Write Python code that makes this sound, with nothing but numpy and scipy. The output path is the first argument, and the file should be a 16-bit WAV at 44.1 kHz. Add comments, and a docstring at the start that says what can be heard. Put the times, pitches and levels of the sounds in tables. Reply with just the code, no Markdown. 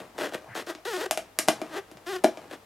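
"""A short rough skin scrape over rustle opens the scene: fingers work at the glued flap of a glossy box.
Scrapes and squeaks are stick-slip pulse trains through bending card and box modes, with puffs of hiss.
Nail snaps and fingertip taps are noise cracks with a soft push that rings the hollow cardboard.
Handling is dense random ticks; soft slides of fingers on card and low shifts in the grip are swells of
band noise. A small quiet room adds an echo, a decaying tail, room tone and a faint mains hum."""
import sys
import numpy as np
from scipy import signal
from scipy.fft import rfft, irfft
from scipy.io import wavfile
from scipy.ndimage import uniform_filter1d

SR = 44100
rng = np.random.default_rng(int(sys.argv[2]) if len(sys.argv) > 2 else 0)


def pcm_store(signal):
    """Save signal as 16-bit PCM."""
    levels = np.round(np.clip(np.atleast_2d(signal), -1, 1) * 32767)
    wavfile.write(sys.argv[1], SR, levels.astype(np.int16).T)


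def boost(x):
    """Linear amplitude factor 10**(x/20) for a level x in decibels (scalar or array-like)."""
    u = np.asarray(x, float) / 20
    return 10 ** u


N = 116865  # length [samples]
EDGE_HZ = 16400  # upper band limit

# resonances of the hollow box: (frequency [Hz], level [dB], t60 [s])
BOX_MODES = [(147, -11, 0.081), (240, 12.5, 0.053), (318, 17.5, 0.069), (385, 12.5, 0.075), (646, 7, 0.057),
             (679, 16.5, 0.029), (738, 2.5, 0.068), (870, -11.5, 0.11), (1093, 8, 0.0085),
             (1440, -4.5, 0.059), (1674, -6.5, 0.039), (2385, 4.5, 0.029), (4070, -13.5, 0.036)]


def evened(x):
    """Normalisation: scales a signal to an rms of 1."""
    return x / np.sqrt(np.mean(x ** 2) + 1e-20)


def read(points, hz):
    """Interpolation on a logarithmic frequency axis."""
    f, value = np.transpose(points)
    return np.interp(np.log(hz + 1), np.log(f + 1), value)


def add(mix, s, sound):
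    """Superposition: mixes a sound in from a time in seconds."""
    part = mix[round(s * SR):][:len(sound)]
    part += sound[:len(part)]


def colour(x, table, size=2048):
    """Minimum-phase filtering: the log magnitude fixes the phase, so nothing sounds early."""
    level_db = read(table, abs(np.fft.fftfreq(size, 1 / SR)))
    log_gain = np.log(boost(np.maximum(level_db, -100)))
    taps = np.fft.ifft(np.exp(signal.hilbert(log_gain).conj())).real[:size // 2]
    taps = taps.reshape((1,) * (x.ndim - 1) + (-1,))
    return signal.oaconvolve(x, taps, axes=-1)[..., :x.shape[-1]]


def band(x, lo_hz, hi_hz):
    """Band-pass filtering with Butterworth slopes."""
    return signal.sosfilt(signal.butter(2, [lo_hz, hi_hz], "band", fs=SR, output="sos"), x)


def partly_alike(a, b, same):
    """Partial coherence: the second channel shares the fraction same of the first."""
    return np.array([a, same * a + np.sqrt(1 - same ** 2) * b])


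def ring(damping=1):
    """Modal decay: each box mode is a sine dying exponentially, one row each; damping scales its t60."""
    place_db = 2  # each touch finds the modes unevenly
    hz, db, t60 = np.transpose(BOX_MODES)[:, :, None]
    t = np.arange(round(.15 * SR)) / SR
    fall_db = 60 * t / (t60 * damping)
    return boost(db + place_db * rng.standard_normal(hz.shape) - fall_db) * np.sin(2 * np.pi * hz * t)


def drag(rows, uneven, hiss_db):
    """Stick-slip friction: skin sticks and lets go, a click at each slip with a puff of hiss."""
    # colour of one slip: (frequency [Hz], level [dB])
    slip_colour = [(130, -29), (240, -11.5), (320, -0.5), (372, 7), (420, 0), (560, 6.5), (750, -9),
                   (1500, -4), (1950, -4.5), (2400, -17.5), (3400, -12), (4600, -28), (8000, -30.5),
                   (15000, -38)]
    # colour of the skin hiss: (frequency [Hz], level [dB])
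    hiss_colour = [(1500, -12.5), (4000, -1), (11300, -11), (16000, -8)]
    wobble, size_db = .45, 4  # spread of slip rate (log) and slip size in a full scrape
    extra_per_s = 1300  # stray slips of neighbouring skin in a full scrape
    flat = .45  # a full scrape is this much flatter in colour than a squeak
    bend_s, bend_hz = .003, 400  # bending waves: low tones lag, by this much at this pitch
    slip_box_db = -9  # box against direct sound
    gate = 0.19  # how far the hiss follows the slips

    s, db, hz = np.transpose(rows)
    t = np.arange(s[0], s[-1] + .1, 1 / SR)
    onset = np.clip((t - s[0]) / 0.00069, 0, 1)
    release = np.clip((s[-1] - t) / 0.0065, 0, 1)
    pressure = onset * release * boost(np.interp(t, s, db))

    rate_noise, size_noise, hiss_noise, sign_noise = rng.standard_normal((len(t), 4)).T
    drift = evened(uniform_filter1d(rate_noise, size=120))
    turns = np.cumsum(np.interp(t, s, hz) * np.exp(wobble * uneven * drift)) / SR
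    regular = np.diff(np.floor(turns), prepend=0)  # one slip at each whole turn
    stray = np.sign(sign_noise) * (rng.random(len(t)) < extra_per_s * uneven ** 2 / SR)
    slips = (regular + stray) * boost(size_db * uneven * size_noise) * pressure

    # dispersion: the phase whose group delay falls as one over the root of frequency
    lag = 2 * bend_s * np.sqrt(bend_hz * np.fft.rfftfreq(len(t), 1 / SR))
    slips = irfft(rfft(slips) * np.exp(-2j * np.pi * lag), len(t))
    direct = colour(slips, [(f, g * (1 - flat * uneven)) for f, g in slip_colour])

    # the pressing finger shortens the ring; the two lowest modes stay out
    pressed_ring = np.diff(ring(damping=.45)[2:].sum(0))
    box = signal.oaconvolve(slips, pressed_ring)[:len(t)]
    box *= boost(slip_box_db) * np.std(direct) / np.std(box)

    # the direct sound from 900 to 5000 Hz carries the pressure level
    scale = np.sqrt(np.mean(pressure ** 2) / np.mean(band(direct, 900, 5000) ** 2))
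    puffs = hiss_noise * (1 - gate + gate * 3 * np.exp(-4 * (turns % 1)))
    hiss = evened(colour(puffs, hiss_colour)) * pressure * boost(hiss_db)
    return s[0], scale * (direct + box) + hiss


def handling():
    """Shot noise: hands shifting lightly make dense random ticks of skin on card."""
    # course of the rustle: (time [s], level [dB])
    touch = [(0, -41.5), (.13, -59.5), (0.159, -48.5), (.42, -53), (0.819, -58.5), (1.25, -54),
             (1.35, -59.5), (1.46, -48.5), (1.67, -44.5), (1.86, -54.5), (2.031, -57), (2.22, -52),
             (2.43, -48), (2.65, -59)]
    # colour of the rustle: (frequency [Hz], level [dB])
    rustle_colour = [(100, -11), (320, -4), (800, -5.5), (2000, -16), (5000, -25), (15000, -30.5)]
    grains_per_s, grain_db = 3000, 3  # mean tick rate, spread of tick size
    sizes = boost(grain_db * np.minimum(rng.exponential(1, N), 5))
    ticks = sizes * (rng.random(N) < grains_per_s / SR) * rng.choice([-1., 1.], N)
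    level_db = np.interp(np.arange(N) / SR, *np.transpose(touch))
    return evened(colour(ticks, rustle_colour)) * boost(level_db)


def room_tone():
    """Partly coherent noise: coloured room tone in two channels, with a faint mains hum in both."""
    # colour of the room tone: (frequency [Hz], level [dB])
    tone_colour = [(15, -43), (25, 8.5), (256, -32), (363, -27), (451, -6), (659, -6.5), (1020, -8),
                   (1610, -11), (11900, -22), (16000, -15)]
    # left-right coherence: (frequency [Hz], likeness [0 to 1])
    likeness = [(30, 0.12), (100, 0.89), (400, 0.093), (8000, 0.22), (13000, 1)]
    tone_db, hum_db, hum_hz = -53, -68.5, 100
    a, b = rfft(rng.standard_normal((2, N)))
    same = np.clip(read(likeness, np.fft.rfftfreq(N, 1 / SR)), 0, 1)
    pair = irfft(partly_alike(a, b, same), N)
    tone = boost(tone_db) * evened(colour(pair, tone_colour, size=8192))
    hum = boost(hum_db) * np.sin(2 * np.pi * hum_hz * np.arange(N) / SR)
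    return tone + hum


def snap(s, crack_db, treble_db, thump_db, ring_db):
    """Impulsive excitation: a broadband crack, a crackle of fibres, and a push that rings the box."""
    crack_s = .002  # the crack falls 20 dB in this time
    tear_s, tear_db = 0.015, -15  # fibres crackle on: time to fall 20 dB, start against the crack
    contact_s = 0.0009  # contact time of the soft push
    split_hz = 440  # thump modes lie below, ringing modes above

    modes = ring()
    modes[1:4:2] *= -1  # neighbouring low modes move in opposite sense
    t = np.arange(modes.shape[1]) / SR
    fall = boost(-20 * t / crack_s) + boost(tear_db - 20 * t / tear_s)
    spectrum = rfft(rng.standard_normal(len(t)) * fall)
    smooth = np.sqrt(uniform_filter1d(abs(spectrum) ** 2, size=45))
    burst = irfft(spectrum / smooth, len(t)) * (t < .05)  # levelled spectrum

    push = np.hanning(max(round(contact_s * SR), 3))
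    low = np.array(BOX_MODES)[:, 0] < split_hz
    crack = band(burst, 596, 5570)
    treble = band(burst, 3780, 11500)
    thump = signal.oaconvolve(modes[low].sum(0), push)[:len(t)]
    box_ring = band(modes[~low].sum(0), split_hz, EDGE_HZ)

    parts = [(0, crack), (treble_db, treble), (thump_db + 10.5, thump), (ring_db + 3.5, box_ring)]
    # equal energy for every part before its level
    return s, sum(boost(crack_db + db) * 10 * p / np.linalg.norm(p) for db, p in parts)


def soft_swell(s, length_s, db, hz):
    """Friction noise: a soft finger slide on card, or a low shift in the grip, as a swell of band noise."""
    size = round(length_s * SR)
    noise = band(rng.standard_normal(4 * SR // 10), hz * 0.71, hz * 1.1)[-size:]
    return s, boost(db) * np.hanning(size) ** .5 * evened(noise)


def room(direct, wet):
    """Reverberation: direct sound, an early echo, then a dense tail dying band by band."""
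    # early reflections: (time [s], left level [dB], right level [dB])
    reflections = [(.0064, -13.5, -10)]
    # decay of the tail: (frequency [Hz], t60 [s])
    decay = [(300, 0.15), (2500, 0.21), (7000, 0.2), (14000, 0.14)]
    tail_db, same, start_s = -6.5, 0.92, 0.0055  # left tail level, coherence, middle of the fade-in
    a, b = rng.standard_normal((2, SR // 2))
    hz, t, z = signal.stft(partly_alike(a, b, same), SR, nperseg=256)
    tail = signal.istft(z * boost(-60 * t / read(decay, hz)[:, None]), SR, nperseg=256)[1]
    tail *= np.clip(np.arange(tail.shape[1]) / SR / start_s - .5, 0, 1)
    tail *= boost(tail_db) / np.linalg.norm(tail[0])
    for s, left_db, right_db in reflections:
        tail[:, round(s * SR)] += boost(np.array([left_db, right_db]))
    return direct + signal.fftconvolve(wet[None], tail, axes=1)[:, :N]


def scene():
    """Superposition of all touches on the box, heard in the room over its tone."""
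    # skin drags, one list each: (time [s], pressure level [dB], slip rate [Hz])
    drags = [
        [(0, -38.5, 329), (.02, -63.5, 331), (.045, -69, 317)],
        [(.178, -38.5, 289), (.19, -36.5, 290.1), (.216, -34, 253.9), (.26, -34.5, 262.7), (.285, -46, 219),
         (.3, -41, 217)],
        [(.315, -51, 240), (.33, -44, 246.7), (.346, -31, 249.4), (.36, -46, 259), (.395, -53, 255)],
        [(.547, -39.5, 408.5), (.568, -37, 382.3), (.578, -36.5, 296.7), (.6, -38.5, 299), (.612, -42, 300),
         (.635, -50, 322)],
        [(.665, -40, 302), (.676, -43, 316.7), (.69, -39.5, 352.8), (.704, -36, 356), (.745, -62.5, 380)],
        [(.85, -36, 369), (.86, -39, 394.3), (.878, -37, 482.7), (.898, -39.5, 464), (.926, -38.5, 416),
         (.937, -34.5, 367), (.96, -39, 365.4), (.972, -28, 356)],
        [(.972, -38.5, 328.4), (1.0, -38, 281), (1.012, -32.5, 360.3), (1.026, -38.5, 483), (1.035, -38, 526),
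         (1.043, -38, 478), (1.052, -44.5, 374), (1.062, -35, 360), (1.072, -56, 370)],
        [(1.69, -56, 331.7), (1.726, -44.5, 312), (1.74, -39.5, 299), (1.752, -41, 319), (1.768, -36, 413.6),
         (1.788, -37.5, 370.5), (1.798, -45, 387), (1.812, -74, 402)],
        [(2.06, -50, 326), (2.068, -39.5, 342.6), (2.088, -39, 367), (2.1, -39, 407), (2.115, -39, 404.4),
         (2.136, -37.5, 347.4), (2.148, -39.5, 389), (2.164, -35.5, 357), (2.178, -52.5, 363),
         (2.195, -45, 344)],
        [(2.495, -65, 300), (2.512, -42.5, 300), (2.525, -46.5, 300), (2.538, -40.5, 294.6), (2.57, -65, 291)],
    ]
    # one per drag: (unevenness [0 clean squeak to 1 scrape])
    unevenness = [.8, .6, .9, .8, .25, .04, .22, .12, .035, .8]
    # one per drag: (skin hiss against pressure [dB])
    hiss_levels = [-12, -5, -9, -1.5, -0.5, 1.5, 0.5, -5, -0.5, -10]
    # nail snaps and taps: (time [s], crack level [dB], then treble [dB], low thump [dB] and
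    # box ring [dB] against the crack; snap() raises the last two by fixed offsets)
    snaps = [(0.323, -52, -20, 0, 15.5), (0.4218, -52.5, -21, -26, 6.5), (0.444, -55, -17, -18, 10),
             (0.7501, -35, -34, -13, -16), (0.7854, -53.5, -28, -28, 7), (1.1105, -15, -0.5, -28, -6),
             (1.1745, -21.5, -3.5, -25, -1), (1.3884, -13, 2, -27, -11), (1.4784, -29.5, 0, -2.5, -2.5),
             (1.4849, -10, -4, -18.5, -4), (1.6163, -31, -8, -4, 3), (1.9146, -42, -4, -8.5, -5.5),
             (1.9718, -42.5, -12, -19, -8.5), (2.2389, -28, 2.5, 3.5, 2), (2.2436, -16.5, -9, -2.5, 7),
             (2.271, -46, -12, 10.5, 15), (2.373, -38.5, -38, -11.5, 3.5)]
    # soft slides of fingers on card and low shifts in the grip:
    # (time [s], length [s], level [dB], band frequency [Hz])
    soft_moves = [(.478, 0.06, -53, 130), (0.45, 0.079, -49, 930), (0.47, 0.13, -46, 1960),
                  (1.949, 0.034, -53, 192)]
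    radiate_hz = 132  # the small box sends out little below this
    drag_wet_db = -7  # the pressing finger keeps the drags drier

    box, skin, swells = handling(), np.zeros(N), np.zeros(N)
    for row in zip(drags, unevenness, hiss_levels):
        add(skin, *drag(*row))
    for row in snaps:
        add(box, *snap(*row))
    for row in soft_moves:
        add(swells, *soft_swell(*row))
    high_pass = signal.butter(4, radiate_hz, "high", fs=SR, output="sos")
    box, skin = signal.sosfilt(high_pass, [box, skin])
    box = box + swells
    return room(box + skin, box + boost(drag_wet_db) * skin) + room_tone()


def band_limit(x):
    """A steep low-pass at the top of the band."""
    return signal.sosfilt(signal.butter(12, 16550, fs=SR, output="sos"), x)


def record(dry):
    """Transducer response: the microphone pair leans left in the mids and is band-limited."""
    # channel balance: (frequency [Hz], left minus right [dB])
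    balance = [(60, -1.5), (240, 1), (950, 4), (3770, 1), (7500, 1.5), (15000, -2)]
    # microphone response: (frequency [Hz], level [dB])
    response = [(30, -17), (60, 2.5), (12500, -5.5), (16000, -18)]
    left = colour(dry[0], [(hz, db / 2) for hz, db in balance])
    right = colour(dry[1], [(hz, -db / 2) for hz, db in balance])
    pair = colour(np.array([left, right]), response, size=4096)
    low_pass = signal.firwin(255, EDGE_HZ, window=("kaiser", 9), fs=SR)
    pair = signal.oaconvolve(pair, low_pass[None], "same")
    return band_limit(pair)


dry = scene()
out = record(dry)
pcm_store(out)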